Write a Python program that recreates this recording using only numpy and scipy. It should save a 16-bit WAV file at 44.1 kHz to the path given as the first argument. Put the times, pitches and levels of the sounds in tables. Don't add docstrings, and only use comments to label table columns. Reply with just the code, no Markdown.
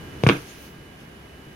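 import sys
import numpy as np
from scipy import signal
from scipy.fft import rfft, irfft
from scipy.io import wavfile
from scipy.ndimage import uniform_filter1d, minimum_filter1d

SR = 44100
rng = np.random.default_rng(int(sys.argv[2]) if len(sys.argv) > 2 else 0)


def int16_out(signal):
    q = np.round(np.clip(np.atleast_2d(signal).T, -1, 1) * 32767)
    wavfile.write(sys.argv[1], SR, q.astype(np.int16))


N = 68355
TIME_S, BIN_HZ = np.arange(N) / SR, np.fft.rfftfreq(N * 2, 1 / SR)


def undb(db):
    return 10 ** (np.asarray(db) / 20)


def since(start):
    return np.maximum(TIME_S - start, 0)


def over_hz(points):
    hz, values = np.array(points, float).T
    return np.interp(np.log(BIN_HZ + 1), np.log(hz), values)


def shape(x, gain):
    return irfft(rfft(x, N * 2) * gain)[..., :N]


def minimum_phase(gain):
    cepstrum = irfft(np.log(gain + 1e-9))
    cepstrum[1:N] *= 2
    cepstrum[N + 1:] = 0
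    return irfft(np.exp(rfft(cepstrum)))[:N]


def convolve(x, response):
    return signal.fftconvolve(np.atleast_2d(x), np.atleast_2d(response), axes=1)[:, :N]


def ring(tones, start):
    t = since(start)
    return sum(undb(db) * np.sin(2 * np.pi * hz * t) * np.exp(-np.log(1000) * t / t60)
               for hz, db, t60 in tones)


def lean(x, balance):
    return shape(x, undb(np.array([[1], [-1]]) * over_hz(balance) / 2))


# frequency in Hz, correlation of left with right.
COHERENCE = [(100, 0.95), (300, 0.96), (700, 0.01), (1500, 0), (4000, 0.12), (12000, 0)]
def diffuse():
    correlation = over_hz(COHERENCE)
    weights = np.sqrt(np.array([1 + correlation, 1 - correlation]) / 2)
    mid, side = shape(rng.standard_normal((2, N)), weights)
    return np.array([mid + side, mid - side])


def noise(gain):
    x = shape(diffuse(), gain)
    return x / x.std()


# frequency in Hz, relative spectral density in dB.
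FAN_SPECTRUM = [(15, -38), (25, -46), (58, -1.5), (92, -9), (166, -5), (270, -8.5), (405, -8.5),
                (503, -15.5), (545, -15), (1130, -19), (1560, -20), (1700, -19), (2910, -24), (3160, -26.5),
                (8140, -41.5), (11600, -38), (16000, -46)]
# frequency in Hz, level in dB.
FAN_WHINES = [(1620, -60.5), (2955, -60)]
# frequency in Hz, left minus right in dB.
FAN_BALANCE = [(4000, 0), (9000, -8.5), (15000, -1.5)]
def fan(noise_db=-44.5, wander_hz=3.48):
    out = undb(noise_db) * noise(undb(over_hz(FAN_SPECTRUM)))
    for hz, db in FAN_WHINES:
        wander = uniform_filter1d(rng.standard_normal((2, N)), size=900)
        pitch_hz = hz + wander_hz * wander / wander.std()
        out += undb(db) * np.sqrt(2) * np.sin(2 * np.pi * np.cumsum(pitch_hz, axis=1) / SR)
    return lean(out, FAN_BALANCE)


# frequency in Hz, relative level in dB.
STRAIN_SPECTRUM = [(30, -34), (70, 13.5), (150, 1.5), (350, -3), (800, -13), (2800, -25), (6000, -43),
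                   (16000, -55)]
def strain(db=-47.5, release_s=0.33, decay_s=0.14):
    return noise(undb(over_hz(STRAIN_SPECTRUM))) * undb(db) * np.exp(-since(release_s) / decay_s)


# time in seconds, level in dB.
SLIDE_ENVELOPE = [(0, -58), (.2, -58), (0.329, -39.5), (.44, -47.5), (.5, -45), (.57, -49.5), (.66, -48.5),
                  (.72, -58), (.96, -60.5), (1.01, -54), (1.07, -61), (1.55, -59)]
# frequency in Hz, relative level in dB.
SLIDE_SPECTRUM = [(200, 11), (1000, -4.5), (2500, 6), (4500, -0.5), (6500, 0.5), (7700, -12.5), (9000, -3),
                  (12000, -4), (16000, -15.5)]
def slide():
    level_db = np.interp(TIME_S, *np.array(SLIDE_ENVELOPE).T)
    return noise(undb(over_hz(SLIDE_SPECTRUM))) * undb(level_db)


# start in seconds, gain in dB.
FINGER_BUMPS = [(0.029, -41), (.095, -54), (0.153, -35.5), (0.759, -41), (0.785, -34), (.803, -34),
                (0.82, -35.5), (1.469, -32)]
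# frequency in Hz, relative level in dB, T60 in seconds.
BODY_MODES = [(84.5, -16, 0.18), (148, -7.5, 0.15), (315, -7.5, 0.075), (1560, -32, 0.0033)]
def finger_bumps():
    return sum(undb(db) * ring(BODY_MODES, start) for start, db in FINGER_BUMPS)


def soft_ring(tones, start, rise_s=0.0017):
    return ring(tones, start) * (1 - np.exp(-since(start) / rise_s))


# start in seconds, click gain in dB, low-pass corner of click and
# wall in Hz, thump frequency in Hz, thump level in dB, thump T60 in seconds, wall gain in dB.
PLEATS = [(0.2355, -1.5, 750, 120, -6, 0.07, -9), (0.2363, -6.5, 6130, 400, -2, 0.012, -20.5),
          (0.2653, 4.5, 2500, 127.2, -0.5, 0.064, -5), (0.2697, -4, 6770, 202, -38, 0.017, -19.5),
          (0.2893, 4, 5280, 223, -6, 0.026, -12), (0.2955, 8.5, 3500, 300, -10, 0.091, -2)]
# frequency in Hz, relative level in dB.
CLICK_SPECTRUM = [(60, -19), (250, 6.5), (600, 9), (1000, 2), (1600, -0.5), (2100, 5), (3500, 4.5),
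                  (5500, -5.5), (7800, -8.5), (10000, 0), (16000, 1)]
# frequency in Hz, relative level in dB, T60 in seconds.
WALL_MODES = [(400, -5.5, 0.021), (489, -4, 0.02), (683, -19, 0.011), (1215, -19, 0.015),
              (1508, -13.5, 0.014), (1700, -4.5, 0.0086), (2493, -10, 0.019), (2780, -15, 0.0074),
              (3500, -19.5, 0.0052)]
def pleat_snaps(click_boost_db=7, lowpass_order=4.84, bass_delay_s=0.00101, half_delay_hz=1960):
    out = np.zeros(N)
    click = minimum_phase(undb(over_hz(CLICK_SPECTRUM) + click_boost_db))
    wall = ring(WALL_MODES, 0)
    for start, click_db, corner_hz, thump_hz, thump_db, t60, wall_db in PLEATS:
        lowpass = minimum_phase(1 / np.sqrt(1 + (BIN_HZ / corner_hz) ** (2 * lowpass_order)))
        snap = convolve(undb(click_db) * click + undb(wall_db) * wall, lowpass)[0]
        onset = int(start * SR)
        out[onset:] -= snap[:N - onset]
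        out += soft_ring([(thump_hz, thump_db, t60)], start)
    lag_cycles = bass_delay_s * half_delay_hz * np.log(1 + BIN_HZ / half_delay_hz)
    return shape(out, np.exp(-2j * np.pi * lag_cycles))


# frequency in Hz, level in dB, T60 in seconds.
LOW_TAIL_TONES = [(135.7, -22, 0.29), (164.4, -19.5, 0.17), (197, -11.5, 0.099), (278.7, -13.5, 0.13),
                  (315.8, -14.5, 0.16), (385.7, -30, .16), (452, -25.5, 0.096), (503, -38, 0.053)]
def low_tail():
    return soft_ring(LOW_TAIL_TONES, start=PLEATS[-1][0])


def friction_band(peak_s, spread_s, hz, half_width_hz, db):
    band = noise(1 / (1 + ((BIN_HZ - hz) / half_width_hz) ** 2))
    return band * undb(db) * np.exp(-((TIME_S - peak_s) / spread_s) ** 2)


# band frequency in Hz, relative level in dB, T60 in seconds.
REVERB_BANDS = [(99, -12, 0.17), (300, -4.5, 0.2), (710, -5, 0.3), (1430, -2, 0.24), (2740, -3.5, 0.23),
                (5130, -1.5, 0.097), (12000, 12, 0.1)]
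def reverberation(gain_db=-1.5, rise_s=0.0036):
    air, tail = diffuse(), 0
    for hz, db, t60 in REVERB_BANDS:
        band = over_hz([(row[0], row[0] == hz) for row in REVERB_BANDS])
        rate = np.log(1000) / t60
        envelope = np.exp(-rate * TIME_S) * np.sqrt(2 * rate / SR)
        tail += shape(air, band) * envelope * undb(db + gain_db)
    return tail * (1 - np.exp(-TIME_S / rise_s))


def room(x, pan_left_db=3.5, right_lag_s=0.00012, desk_lag_s=0.00287, desk_top_hz=910, scatter_s=0.0018):
    direct = np.array([x, np.interp(TIME_S - right_lag_s, TIME_S, x)])
    direct *= undb(np.array([[1], [-1]]) * pan_left_db / 2)
    delayed = np.interp(TIME_S - desk_lag_s, TIME_S, x)
    desk = undb(-19) * shape(delayed, 1 / (1 + (BIN_HZ / desk_top_hz) ** 2))
    clutter = shape(rng.standard_normal((2, N)), np.sqrt(1 - over_hz(COHERENCE)))
    clutter *= np.exp(-TIME_S / scatter_s) * undb(-1.5) / np.sqrt(SR * scatter_s / 2)
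    return direct - desk + convolve(x, clutter + reverberation())


def scene(low_cut_hz=75):
    radiation = signal.butter(3, low_cut_hz, "high", fs=SR, output="sos")
    bottle = room(signal.sosfilt(radiation, pleat_snaps() + low_tail()))
    handling = strain() + slide() + finger_bumps()
    squeak = friction_band(peak_s=0.503, spread_s=0.024, hz=6500, half_width_hz=350, db=-53)
    slip = friction_band(peak_s=0.63, spread_s=0.092, hz=15000, half_width_hz=4100, db=-54.5)
    return bottle + handling + squeak + slip + fan()


def auto_gain(x, boost_db=3.5, threshold_db=-20, sink_db_per_s=0.3):
    level_db = 10 * np.log10(uniform_filter1d((x ** 2).mean(axis=0), size=132) + 1e-12)
    excess_db = np.clip(level_db - threshold_db, 0, boost_db)
    sink_db = sink_db_per_s * TIME_S
    cut_db = np.maximum.accumulate(excess_db - sink_db) + sink_db
    return x * undb(boost_db - cut_db)


# frequency in Hz, left minus right in dB.
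PORT_MISMATCH = [(110, 0.2), (400, -0.4), (800, 1.5), (1130, -3), (1550, -1.5), (2300, -5.5), (3400, -2.5),
                 (5500, 4.5), (8000, 1.5), (11000, -3.5), (15000, -2)]
def record(dry, ceiling=0.97, top_hz=15800):
    x = auto_gain(lean(dry, PORT_MISMATCH))
    limiter_gain = ceiling / np.maximum(abs(x).max(axis=0), ceiling)
    limiter_gain = uniform_filter1d(minimum_filter1d(limiter_gain, size=45), size=45)
    lowpass = signal.ellip(10, 0.2, 80, top_hz, fs=SR, output="sos")
    return signal.sosfilt(lowpass, x * limiter_gain)


dry = scene()
out = record(dry)
int16_out(out)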